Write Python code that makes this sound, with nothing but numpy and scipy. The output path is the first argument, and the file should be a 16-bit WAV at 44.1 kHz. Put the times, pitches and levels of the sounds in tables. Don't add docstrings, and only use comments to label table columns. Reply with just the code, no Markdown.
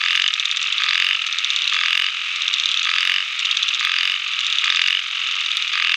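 import sys
import numpy as np
from scipy import signal
from scipy.fft import rfft, irfft, next_fast_len
from scipy.io import wavfile
from scipy.ndimage import uniform_filter1d, minimum_filter1d

SR = 44100
rng = np.random.default_rng(int(sys.argv[2]) if len(sys.argv) > 2 else 0)


def materialize(psi):
    bounded = np.clip(np.atleast_2d(psi).T, -1, 1)
    quanta = np.round(bounded * 32767).astype(np.int16)
    wavfile.write(sys.argv[1], SR, quanta)


N = 262836

# f/Hz, level/dB per Hz
AIR_COLOUR = [(25, 7.5), (60, 7), (150, 4.5), (400, 1.5), (750, 9), (2000, 10), (9000, -18), (11000, -4),
              (12000, -12.5), (13000, -6), (15500, -18)]
CHORUS_COLOUR = [(700, -49.5), (900, -25), (1040, -19), (1150, -6.5), (1280, -2.5), (1450, -9), (2000, -4),
                 (2600, 5), (2950, 3.5), (3200, 0), (3700, 1.5), (4200, -10), (5000, -11), (7000, -43.5)]
TREBLE_COLOUR = [(4000, -32.5), (5200, 0), (6300, 7.5), (7200, -3.5), (8500, -11.5), (10000, -36)]
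RUSTLE_COLOUR = [(2500, -16.5), (3600, -5), (4400, 9), (5200, 6.5), (6200, 10), (7100, -19.5),
                 (8500, -18.5), (10000, -38.5)]
OVERLOAD_COLOUR = [(40, 1), (200, 1.5), (700, 4), (3000, -1), (8500, 5), (10300, 3), (11800, -2),
                   (13200, -2.5), (16000, -5.5)]

# f/Hz, relative level/dB, delay/s (minus is early), swell time/s
SNAP = [(1710, -11.5, -.0005, 0.0016), (2253, 4, -.0003, 0.00051), (2620, -2.5, -0.0043, 0.00039),
        (3597, -2.5, -.0002, 0.0015), (4834, -4.5, -.0002, 0.00071)]
THROAT = [(2927, 3, 0.00037, 0.0019)]
HOLLOW = [(1251, -14.5, -.0013, 0.0028)]
TICK_BODY = [(3616, 5.5, .0002, 0.00079), (4006, -3.5, .0004, 0.00069), (2630, -10.5, -.0003, 0.0002)]
TICK_EDGE = [(5750, -.5, .0001, .00058), (6750, -1, -.0001, .00042), (4800, -9, .0007, .0006),
             (8300, -23, .0001, .0006)]

# start t/s, pip spacing/s, pips (count), level/dB
PURRS = [(.0755, .0222, 4, -13), (.335, .023, 11, -20), (.603, .0201, 10, -16.5), (1.101, .0234, 9, -15.5),
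         (1.43, .0205, 18, -16), (1.846, .0245, 5, -17), (2.112, .0228, 11, -19), (2.412, .0223, 11, -17),
         (2.668, .0246, 9, -16.5), (3.409, .0202, 7, -12), (3.549, .0202, 12, -18),
         (4.201, .021, 13, -17.5), (4.493, .0203, 13, -16), (5.13, .0216, 8, -15),
         (5.3035, .0206, 11, -15.5), (5.572, .0245, 7, -20), (5.789, .0233, 8, -14.5)]
# early level/dB, early decay/s, tail level/dB, time for the tail to fall 60 dB/s
PURR_ECHOES = (-23.5, .015, -11, .28)
# start t/s, tick spacing/s, hurry/s per tick squared, ticks (count),
# body level/dB, bright edge level/dB
TICK_TRAINS = [(.052, .0634, 0, 2, -12, -26), (.159, .0602, .0002, 9, -9, -20),
               (.5612, .0548, 0, 9, -10.5, -25.5), (1.1623, .057, 0, 3, -14, -29),
               (1.2662, .0601, .0002, 9, -8.5, -20), (1.5335, .0544, 0, 7, -13.5, -29.5),
               (2.3597, .0604, .0002, 9, -8, -20.5), (2.5305, .0529, 0, 10, -11.5, -26.5),
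               (3.3925, .0601, .0002, 8, -9, -21), (3.4017, .0561, 0, 9, -11.5, -28),
               (4.279, .0555, 0, 8, -13.5, -29), (4.406, .0602, .0002, 9, -8.5, -21.5),
               (5.2705, .041, 0, 2, -10.5, -26), (5.3535, .054, 0, 8, -11.5, -25.5)]
# t/s, splatter level/dB
TICK_OVERLOADS = [(1.678, -49), (3.851, -43), (5.5686, -43)]
# start t/s, click spacing/s, clicks (count), snap level/dB,
# throat ring level/dB, strongest overload splatter level/dB, where in the call it peaks (0-1)
RATTLES = [(-.0467, .02451, 17, -11.5, -11.5, -43, .59), (.8021, .0244, 17, -11.5, -11.5, -41.5, .7),
           (1.7251, .0251, 17, -11, -12.5, -39, .67), (2.8531, .02447, 18, -11.5, -12, -39, .59),
           (3.8097, .02451, 17, -12, -12.5, -42, .72), (4.6396, .02454, 17, -12, -11.5, -44, .71),
           (5.7356, .02528, 17, -11.5, -12, -45, .6)]
# part of the call (0-1), snap level/dB, throat ring level/dB
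RATTLE_SWELL = [(0, -3.5, -10), (0.199, -.3, -8), (.6, .3, -.3), (.87, -2.5, -.8), (1, -8, -3.8)]

FAR_RATTLES_DB, FAR_TICKS_DB = -23.8, -44.3
HUSH_DB, HUSH_TREBLE_DB, HUSH_AFTER_S, HUSH_WIDTH_S = -2.4, -1.2, .35, .19
PURR_ENDS_DB, TICK_ENDS_DB, EDGE_ENDS_DB = -3, -6.5, -1
RATTLE_RUSH_S, RATTLE_SETTLE_CLICKS, RATTLE_HURRY_S = .0128, 1.43, .00011
OVERLOAD_FALL_DB, OVERLOAD_WIDTH, OVERLOAD_FLOOR_DB, OVERLOAD_SPREAD_DB = 5, .155, -65, 1.5
SLIP_S, UNEVEN_DB = .0002, .6


def from_db(db):
    return 10 ** (np.asarray(db) / 20)


def rms_one(x):
    return x / np.sqrt(np.mean(x ** 2) + 1e-20)


def coloured(x, spectrum):
    hz, db = np.transpose(spectrum)
    size = next_fast_len(N + 4096)
    bins = np.maximum(np.fft.rfftfreq(size, 1 / SR), 1)
    gain_db = np.interp(np.log(bins), np.log(hz), db, left=-80, right=-80)
    return rms_one(irfft(rfft(x, size) * from_db(gain_db), size)[:N])


def add_resonance(out, start, hz, db, swell):
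    swell = max(swell, 1e-4)
    first = max(int(start * SR) + 1, 0)
    last = min(int((start + 10 * swell) * SR), N)
    at = np.arange(first, last)
    age = at / SR - start
    envelope = (age / swell * np.exp(1 - age / swell)) ** 2
    out[at] += from_db(db) * envelope * np.sin(2 * np.pi * hz * age)


def clicks(times, levels_db, resonances, pitch_spread, spread_db, tuning=1):
    out = np.zeros(N)
    tunings = tuning * np.ones(len(times))
    chances = rng.standard_normal((len(times), len(resonances), 2))
    for time, level_db, shift, chance in zip(times, levels_db, tunings, chances):
        for (hz, db, delay, swell), (detune, push) in zip(resonances, chance):
            pitch = hz * shift * (1 + pitch_spread * detune)
            add_resonance(out, time + delay, pitch, level_db + db + spread_db * push, swell)
    return out


def bursts(times, levels_db, spectrum, gain_db, swell_s, delay_s):
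    strikes = np.zeros(N)
    at = ((times + delay_s) * SR).astype(int)
    inside = (at >= 0) & (at < N)
    strikes[at[inside]] = from_db(levels_db + gain_db)[inside]
    age = np.arange(SR // 10) / SR / swell_s
    envelope = signal.oaconvolve(strikes, (age * np.exp(1 - age)) ** 2)[:N]
    return envelope * coloured(rng.standard_normal(N), spectrum)


def foliage(x, early_db, early_s, tail_db, t60):
    age = np.arange(SR) / SR
    trunks = rng.standard_normal(SR) * (age > .003) * np.exp(-age / early_s)
    leaves = rng.standard_normal(SR) * (1 - np.exp(-age / .0062)) * from_db(-60 * age / t60)
    echoes = from_db(early_db) * rms_one(trunks) + from_db(tail_db) * rms_one(leaves)
    return x + signal.fftconvolve(x, echoes / np.sqrt(SR))[:N]


def radiated(x):
    return signal.sosfilt(signal.butter(6, 1000, "high", fs=SR, output="sos"), x)


def pulse_times(start, spacing, pulses, hurry=0):
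    k = np.arange(round(pulses))
    return start + spacing * k - hurry * k ** 2, k / k[-1]


def ends(part):
    return np.abs(2 * part - 1) ** 3


def still_air():
    return from_db(-55) * coloured(rng.standard_normal(N), AIR_COLOUR)


def far_calls(per_s, swell_s, blur_db, count=12):
    t, out = np.arange(N) / SR, np.zeros(N)
    age = t[:SR // 50] / swell_s
    for pace, start, bout_rate in rng.uniform(-1, 1, (count, 3)):
        bout = .5 + .5 * np.sin(2 * np.pi * (1 + .25 * bout_rate) * t + np.pi * start)
        rate = per_s * (1 + .1 * pace) * (.83 + .2 * bout)
        turns = np.cumsum(rate) / SR + start
        strikes = np.diff(np.floor(turns), prepend=np.floor(turns[0])) * bout
        pulse = rms_one(rng.standard_normal(len(age)) * age * np.exp(-age))
        out += signal.oaconvolve(strikes, pulse)[:N]
    even = out / np.sqrt(uniform_filter1d(out ** 2, size=6000) + 1e-12)
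    return even + from_db(blur_db) * rng.standard_normal(N)


def distant_chorus():
    t = np.arange(N) / SR
    hush = sum(np.exp(-((t - start - HUSH_AFTER_S) / HUSH_WIDTH_S) ** 2) for start, *_ in RATTLES)
    rattlers = coloured(far_calls(per_s=44, swell_s=.0016, blur_db=-6), CHORUS_COLOUR)
    tickers = coloured(far_calls(per_s=24, swell_s=.001, blur_db=-2.5), TREBLE_COLOUR)
    rattlers_gain = from_db(FAR_RATTLES_DB + HUSH_DB * hush)
    tickers_gain = from_db(FAR_TICKS_DB + HUSH_TREBLE_DB * hush)
    return rattlers_gain * rattlers + tickers_gain * tickers


def purr():
    pitch_hz, low_hz, pitch_spread = 2790, 1220, .029
    gain_db, low_db, uneven_db = 1.5, -18, .5
    swell_s, low_lead_s, jitter_s = .001423, .00199, .000668
    out = np.zeros(N)
    for start, spacing, pips, level_db in PURRS:
        times, part = pulse_times(start, spacing, pips)
        levels_db = level_db + PURR_ENDS_DB * ends(part)
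        chances = rng.standard_normal((len(times), 3))
        for time, pip_db, (slip, push, bend) in zip(times, levels_db, chances):
            onset = time - swell_s + jitter_s * slip
            pip_db = pip_db + uneven_db * push
            detune = 1 + pitch_spread * bend
            add_resonance(out, onset, pitch_hz * detune, pip_db + gain_db, swell_s)
            add_resonance(out, onset - low_lead_s, low_hz * detune, pip_db + low_db, swell_s)
    return radiated(foliage(out, *PURR_ECHOES))


def tick_clicks():
    trains = []
    for start, spacing, hurry, ticks, body_db, edge_db in TICK_TRAINS:
        times, part = pulse_times(start, spacing, ticks, hurry)
        slip, push = rng.standard_normal((len(times), 2)).T
        trains.append([times + SLIP_S * slip,
                       body_db + TICK_ENDS_DB * ends(part) + UNEVEN_DB * push,
                       edge_db + EDGE_ENDS_DB * ends(part) + UNEVEN_DB * push])
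    return np.hstack(trains)


def ticker():
    times, body_db, edge_db = tick_clicks()
    body = clicks(times, body_db, TICK_BODY, pitch_spread=.022, spread_db=.5)
    edge = clicks(times, edge_db, TICK_EDGE, pitch_spread=.035, spread_db=1.2)
    voice = foliage(radiated(body + edge), early_db=-12, early_s=.0034, tail_db=-20, t60=.22)
    scattered = bursts(times, edge_db, RUSTLE_COLOUR, gain_db=-10, swell_s=.005, delay_s=-.002)
    over_times, over_db = np.transpose(TICK_OVERLOADS)
    overload = bursts(over_times, over_db, OVERLOAD_COLOUR, gain_db=11.5, swell_s=.00073, delay_s=-.00045)
    return voice + scattered + overload


def rattle_clicks():
    part_points, snap_swell, ring_swell = np.transpose(RATTLE_SWELL)
    calls = []
    for start, spacing, count, snap_db, ring_db, overload_db, peak in RATTLES:
        times, part = pulse_times(start, spacing, count, RATTLE_HURRY_S)
        slip, snap_push, ring_push, overload_push = rng.standard_normal((len(times), 4)).T
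        rush = RATTLE_RUSH_S * (1 - np.exp(-np.arange(len(times)) / RATTLE_SETTLE_CLICKS))
        times = times - rush + SLIP_S * slip
        fall_db = OVERLOAD_FALL_DB * ((part - peak) / OVERLOAD_WIDTH) ** 2
        overload = np.maximum(overload_db - fall_db, OVERLOAD_FLOOR_DB)
        calls.append([times, times - start,
                      snap_db + np.interp(part, part_points, snap_swell) + UNEVEN_DB * snap_push,
                      ring_db + np.interp(part, part_points, ring_swell) + UNEVEN_DB * ring_push,
                      overload + OVERLOAD_SPREAD_DB * overload_push])
    return np.hstack(calls)


def near_rattle():
    times, call_age, snap_db, ring_db, overload_db = rattle_clicks()
    tuning = 1 - .13 * np.exp(-call_age / .13)
    hollow_db = snap_db - (ring_db + 15)
    snap = clicks(times, snap_db, SNAP, pitch_spread=.016, spread_db=2.2, tuning=np.sqrt(tuning))
    hollow = clicks(times, hollow_db, HOLLOW, pitch_spread=.01, spread_db=.7)
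    ring = clicks(times, ring_db, THROAT, pitch_spread=.016, spread_db=.4, tuning=tuning)
    dry_voice = radiated(snap + hollow + ring)
    voice = foliage(dry_voice, early_db=-25.5, early_s=.0031, tail_db=-26, t60=.16)
    scattered = bursts(times, snap_db, TREBLE_COLOUR, gain_db=-28, swell_s=.003, delay_s=-.001)
    overload = bursts(times, overload_db, OVERLOAD_COLOUR, gain_db=4, swell_s=.0017, delay_s=-.0011)
    return voice + scattered + overload


def scene():
    return (still_air() + distant_chorus() + purr() + ticker() + near_rattle())[None]


def record(dry):
    ceiling_db, release_db_per_s, cutoff_hz = -2.5, 200, 15900
    over_db = np.maximum(20 * np.log10(np.abs(dry) + 1e-9) - ceiling_db, 0)
    ramp = release_db_per_s * np.arange(N) / SR
    duck_db = np.maximum.accumulate(over_db + ramp, axis=-1) - ramp
    gain_db = uniform_filter1d(minimum_filter1d(-duck_db, size=25), size=33)
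    top_cut = signal.ellip(10, .1, 80, cutoff_hz, fs=SR, output="sos")
    return signal.sosfilt(top_cut, dry * from_db(gain_db))


dry = scene()
out = record(dry)
materialize(out)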